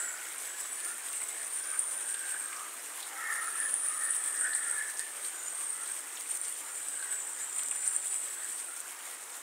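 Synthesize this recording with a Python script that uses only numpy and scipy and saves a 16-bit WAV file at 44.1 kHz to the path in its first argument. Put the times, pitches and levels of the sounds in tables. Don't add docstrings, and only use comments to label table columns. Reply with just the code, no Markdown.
import sys
import numpy as np
from scipy import signal
from scipy.fft import rfft, irfft, next_fast_len
from scipy.io import wavfile
from scipy.ndimage import uniform_filter1d, map_coordinates

SR = 44100
rng = np.random.default_rng(int(sys.argv[2]) if len(sys.argv) > 2 else 0)


def gain_from_decibels(decibels):
    exponent = np.asarray(decibels, float) / 20
    return 10 ** exponent


def wav_record(signal):
    frames = np.transpose(np.atleast_2d(signal))
    bounded = np.clip(frames, -1, 1)
    quanta = np.round(bounded * 32767).astype(np.int16)
    wavfile.write(sys.argv[1], SR, quanta)


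N = 415415

# (t/s, relative level/dB)
RAIN_LEVEL = [(0.0, -52), (3.2, -52), (3.441, -51.5), (7.45, -53.5), (7.71, -53), (9.42, -54)]
# (f/Hz, gain/dB)
MICROPHONE_COLOUR = [(32, -41), (44, -27), (60, -39), (100, -24.5), (155, -45), (200, -19.5), (310, -5.5),
                     (700, -4), (1200, -1), (1900, -0.5), (2600, -6), (3400, -7.5), (4700, -12),
                     (6300, -6.5), (7400, -1.5), (8600, -1.5), (10000, -3), (11500, -8), (15700, -13)]
# (t/s, lift/dB, centre f/Hz)
TREBLE_SURGES = [(0.0, 13.5, 8440), (0.34, 3, 8740), (0.63, 10, 8000), (0.83, 9.5, 9300), (1.0, 5.5, 8750),
                 (1.15, 9.5, 8250), (1.6, 11, 9000), (1.84, 14, 9000), (2.17, 10.5, 8500), (3.07, 3, 8730),
                 (3.67, 15, 9700), (4.14, 15.5, 9200), (4.36, 10.5, 8700), (4.42, 16.5, 8450),
                 (5.1, 8.5, 8930), (5.75, 12, 8760), (6.22, 7.5, 8300), (6.43, 12, 8500), (6.62, 7.5, 8450),
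                 (6.93, 14, 8400), (7.26, 10, 7740), (7.75, 14.5, 8700), (8.16, 16, 8600),
                 (8.29, 10.5, 8600), (8.66, 10.5, 8540), (8.95, -1, 8700), (9.15, 6, 8650), (9.42, 3, 8400)]
# (middle t/s, nominal length/s, f/Hz)
TREBLE_STREAKS = [(0.09, 0.18, 7300), (0.127, 0.26, 7770), (0.155, 0.39, 9170), (0.65, 0.41, 7920),
                  (0.84, 0.64, 9100), (1.3, 0.24, 8050), (1.65, 1.3, 9060), (1.72, 0.27, 9400),
                  (1.766, 3.3, 8530), (2.003, 0.19, 9260), (3.628, 0.43, 8190), (3.667, 0.64, 9340),
                  (3.682, 0.24, 9770), (3.8, 1.6, 9600), (3.89, 2.3, 8970), (4.19, 0.97, 8030),
                  (4.197, 1.4, 8670), (4.58, 0.38, 9320), (4.645, 0.58, 8260), (5.447, 0.23, 7020),
                  (5.674, 1.2, 8420), (5.682, 0.36, 9060), (6.473, 0.35, 9140), (6.74, 0.42, 7110),
                  (6.864, 0.52, 8220), (6.916, 0.53, 8630), (6.98, 0.34, 7900), (7.566, 1.8, 8750),
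                  (7.61, 2.2, 8920), (7.71, 0.93, 7200), (7.89, 0.46, 7520), (7.886, 1.7, 8120),
                  (7.96, 0.45, 9160), (8.09, 0.33, 9350), (8.362, 0.81, 7820), (8.57, 0.68, 8630)]
# (middle t/s, length/s, f/Hz, lift/dB)
NARROW_SWELLS = [(0.018, 0.38, 1454, 11), (0.03, 0.22, 1910, 9), (0.254, 0.33, 2190, 9),
                 (0.547, 0.25, 1680, 5.5), (0.837, 0.15, 1740, 8.5), (0.9, 0.08, 1400, 8),
                 (1.262, 0.16, 2140, 6.5), (1.4, 0.11, 1760, 3), (1.427, 0.077, 1314, 6),
                 (1.707, 0.17, 1600, 9), (1.764, 0.16, 1220, 8), (2.28, 0.37, 1594, 13),
                 (2.58, 0.23, 1230, 12), (3.153, 0.28, 855, 9.5), (3.313, 0.25, 1844, 19),
                 (3.3, 0.3, 2160, 9), (3.378, 0.37, 1334, 14), (3.59, 0.19, 1744, 14.5),
                 (3.923, 0.18, 1254, 11), (4.035, 0.36, 1780, 14), (4.487, 0.37, 1790, 16),
                 (4.455, 0.062, 1500, 17.5), (4.26, 0.55, 1304, 8), (4.648, 0.2, 1435, 11),
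                 (4.794, 0.25, 2160, 7), (4.81, 0.13, 1720, 16.5), (4.97, 0.26, 1770, 10),
                 (5.367, 0.34, 1540, 5.5), (5.785, 0.055, 1970, 8), (5.813, 0.11, 1380, 9),
                 (7.073, 0.15, 1550, 13.5), (7.432, 0.11, 1710, 8), (8.44, 0.2, 1720, 6.5),
                 (8.73, 0.1, 1400, 6), (8.816, 0.11, 1710, 1), (9.07, 0.064, 2110, 8)]
# (centre f/Hz, width/Hz, lift/dB)
FAINT_SWELLS = (1500, 2060, -3)
# (t/s, relative level/dB)
SLAPS = [(0.3826, -21), (1.0918, -23), (1.794, -18.5), (2.143, -19.5), (3.028, -21), (3.6023, -19),
         (3.7413, -16), (3.886, -20), (4.018, -33), (4.108, -19), (4.4105, -18.5), (4.443, -24),
         (4.55, -19.5), (4.7128, -21), (4.9944, -15), (6.3147, -20), (6.415, -19), (6.886, -22.5),
         (7.333, -22), (7.685, -24), (7.7126, -15.5), (7.877, -18), (7.964, -15), (8.1435, -23.5),
         (8.594, -23), (8.8034, -20)]
# (t/s, f/Hz, relative level/dB)
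PUDDLE_PLOPS = [(1.135, 2490, -37.5), (1.638, 5800, -39.5), (2.143, 3460, -37), (2.529, 2480, -34),
                (2.563, 6000, -39), (3.003, 3800, -37), (3.028, 3730, -33.5), (4.369, 5840, -40.5),
                (4.5336, 4170, -35), (4.9696, 6300, -36), (4.9944, 4800, -36.5), (5.248, 3980, -38.5),
                (5.8574, 3950, -41), (6.171, 3300, -34), (6.311, 2600, -39), (6.448, 6380, -36),
                (6.565, 5900, -40.5), (7.024, 3680, -41), (7.592, 3120, -34), (7.713, 2420, -33.5),
                (7.83, 2260, -33.5), (7.863, 6270, -37), (8.128, 2560, -37)]
# (t/s, relative level/dB)
GROUND_TICKS = [(0.612, -15), (0.85, -12), (1.131, -12), (3.504, -19), (6.209, -13), (6.291, -18),
                (6.373, -12), (6.8865, -16), (7.634, -10), (7.686, -13)]

SURGE_WIDTH, SURGE_WIDENS = 890, 91
SWELL_WIDTH, SWELL_WIDENS = 71, 6.1
STREAK_WIDTH = 260
PLOP_WIDTH = 0.45
BURST_SAMPLES = SR // 12


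def unit(x):
    return x / np.sqrt(np.mean(x ** 2) + 1e-20)


def wobble(rate):
    knots = rng.standard_normal(int(N * rate / SR) + 4)
    return map_coordinates(knots, [np.arange(N) * rate / SR])


def filtered(x, response):
    m = next_fast_len(N + 8192)
    return irfft(rfft(x, m) * response(np.fft.rfftfreq(m, 1 / SR)), m)[:N]


def resonance(centre_hz, width_hz):
    return lambda f: 1j * f * width_hz / (centre_hz ** 2 - f ** 2 + 1j * f * width_hz)


def whiten(x):
    z = rfft(x)
    smooth_power = uniform_filter1d(abs(z) ** 2, size=6000)
    return unit(irfft(z / np.sqrt(smooth_power + 1e-9), N))


def grains(count, pitch_hz, spread, cycles, scatter_db, clumping):
    when, chance = rng.random((2, count))
    hz = pitch_hz * np.exp(spread * rng.standard_normal(count))
    hz = np.clip(hz, 300, SR / 2.5)[:, None]
    crowd = np.cumsum(np.exp(clumping * np.tanh(wobble(30))))
    start = np.searchsorted(crowd, when * crowd[-1])[:, None]
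    k = np.arange(160)
    turns = hz * k / SR
    size = gain_from_decibels(-scatter_db * np.log(chance + 0.015))[:, None]
    ringing = np.exp(-turns / cycles) * np.sin(2 * np.pi * turns)
    drops = size * np.sqrt(hz) * ringing
    return unit(np.bincount((start + k).ravel(), drops.ravel(), N + len(k))[:N])


def far_hiss():
    return rng.standard_normal(N)


def patter():
    drops = whiten(grains(count=16000, pitch_hz=7630, spread=0.466, cycles=0.9, scatter_db=4.0, clumping=1.8))
    return filtered(drops, lambda f: 1 / (1 + (2000 / (f + 1)) ** 2))


def rain_plops():
    return grains(count=4000, pitch_hz=3800, spread=0.554, cycles=5.7, scatter_db=-0.5, clumping=0.8)


def fat_splats():
    return grains(count=300, pitch_hz=5240, spread=0.34, cycles=3.5, scatter_db=3.5, clumping=1.5)


def rain():
    s, level_db = np.transpose(RAIN_LEVEL)
    gusts_db = np.interp(np.arange(N) / SR, s, level_db) + 0.2 * wobble(7.9)
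    drops = gain_from_decibels(-2.5) * patter() + gain_from_decibels(-11.5) * rain_plops() + gain_from_decibels(-17.0) * fat_splats()
    return gain_from_decibels(gusts_db + 13) * (far_hiss() + drops)


def patches(shape, bins, frames):
    smooth = uniform_filter1d(rng.standard_normal(shape), bins, 0)
    return unit(uniform_filter1d(smooth, frames, 1))


def around(f, hz, width):
    return np.exp(-(2 * (f - hz) / width) ** 4)


def treble_surges(f, t, streak_db):
    s, *columns = np.transpose(TREBLE_SURGES)
    lift_db, centre_hz = [np.interp(t, s, c) for c in columns]
    band = around(f, centre_hz, SURGE_WIDTH + SURGE_WIDENS * lift_db)
    strong = np.zeros(band.shape)
    for s, length, hz in TREBLE_STREAKS:
        strong += around(f, hz, STREAK_WIDTH) * np.exp(-(1.7 * (t - s) / length) ** 2)
    contrast = np.tanh(0.42 * patches(band.shape, 3, 60) + 1.84 * strong - 0.6)
    streaky = (band + 0.41 * strong) * gain_from_decibels(2 * streak_db * contrast)
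    return gain_from_decibels(2 * lift_db) * streaky * band.sum(axis=0) / streaky.sum(axis=0)


def narrow_swells(f, t, flutter_db):
    shape = (len(f), len(t))
    flutter = gain_from_decibels(2 * flutter_db * patches(shape, 5, 3))
    flutter /= flutter.mean()
    power = np.zeros(shape)
    for s, length, hz, lift_db in NARROW_SWELLS:
        rise_and_fall = np.exp(-(2 * (t - s) / length) ** 2)
        width = SWELL_WIDTH + SWELL_WIDENS * lift_db
        core_and_skirt = around(f, hz, width) + 0.086 * around(f, hz, 3 * width)
        power += gain_from_decibels(2 * lift_db) * core_and_skirt * rise_and_fall * flutter
    hz, width, lift_db = FAINT_SWELLS
    strands = np.clip(patches(shape, 3, 16) - 0.5, 0, 1.5) ** 2
    return power + gain_from_decibels(2 * lift_db) * around(f, hz, width) * strands


def swelling(x, streak_db, fine_db, patchy_db, flutter_db):
    f, t, z = signal.stft(x, SR, nperseg=768)
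    f = f[:, None]
    power = 1 + treble_surges(f, t, streak_db) + narrow_swells(f, t, flutter_db)
    fine = fine_db * (1.3 - 1 / power) * patches(z.shape, 2, 16)
    flicker_db = fine + patchy_db * patches(z.shape, 12, 5)
    return signal.istft(z * np.sqrt(power) * gain_from_decibels(flicker_db), SR, nperseg=768)[1][:N]


def fading_noise(fade_s):
    t = np.arange(BURST_SAMPLES) / SR
    return rng.standard_normal(BURST_SAMPLES) * gain_from_decibels(-60 * t / fade_s)


def place(track, s, burst):
    start = round(s * SR)
    track[start:start + len(burst)] += burst


def ground_ticks():
    track = np.zeros(N + BURST_SAMPLES)
    for s, db in GROUND_TICKS:
        tick = 0.083 * fading_noise(0.012)
        tick[0] = 1
        place(track, s, gain_from_decibels(db) * tick)
    return filtered(track, lambda f: resonance(8000, 10000)(f) ** 2)


def puddle_plops():
    track = np.zeros(N + BURST_SAMPLES)
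    f = np.fft.rfftfreq(BURST_SAMPLES, 1 / SR)
    for s, hz, db in PUDDLE_PLOPS:
        noise = rng.standard_normal(BURST_SAMPLES)
        t = np.arange(BURST_SAMPLES) / SR
        splash = noise * (1.8 * gain_from_decibels(-60 * t / 0.025) + 0.6 * gain_from_decibels(-60 * t / 0.3))
        splash[0] = 4
        ring = resonance(hz, PLOP_WIDTH * hz)(f) ** 2
        place(track, s, gain_from_decibels(db) * irfft(rfft(splash) * ring, BURST_SAMPLES))
    return track[:N]


def roof_slaps():
    track = np.zeros(N + BURST_SAMPLES)
    t = np.arange(BURST_SAMPLES) / SR
    for s, db in SLAPS:
        noise = rng.standard_normal(BURST_SAMPLES)
        spray = noise * (0.17 * gain_from_decibels(-60 * t / 0.015) + 0.08 * gain_from_decibels(-60 * t / 0.17))
        spray[0] = 4
        place(track, s, gain_from_decibels(db) * spray)
    return filtered(track, lambda f: resonance(8800, 3200)(f) ** 2)


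def scene():
    hz, db = np.transpose(MICROPHONE_COLOUR)
    colour = lambda f: gain_from_decibels(np.interp(np.log(f + 1), np.log(hz), db))
    coloured = filtered(rain() + roof_slaps(), colour)
    swollen = swelling(coloured, streak_db=9.5, fine_db=2.32, patchy_db=0.99, flutter_db=0.5)
    close = filtered(puddle_plops() + ground_ticks(), lambda f: (1j * f / (500 + 1j * f)) ** 2)
    return (swollen + close)[None]


def band_limit(x):
    return signal.sosfilt(signal.butter(12, 15910, fs=SR, output="sos"), x)


def record(dry):
    mix = filtered(dry[0], lambda f: f < 15750)[None]
    return band_limit(mix)


dry = scene()
out = record(dry)
wav_record(out)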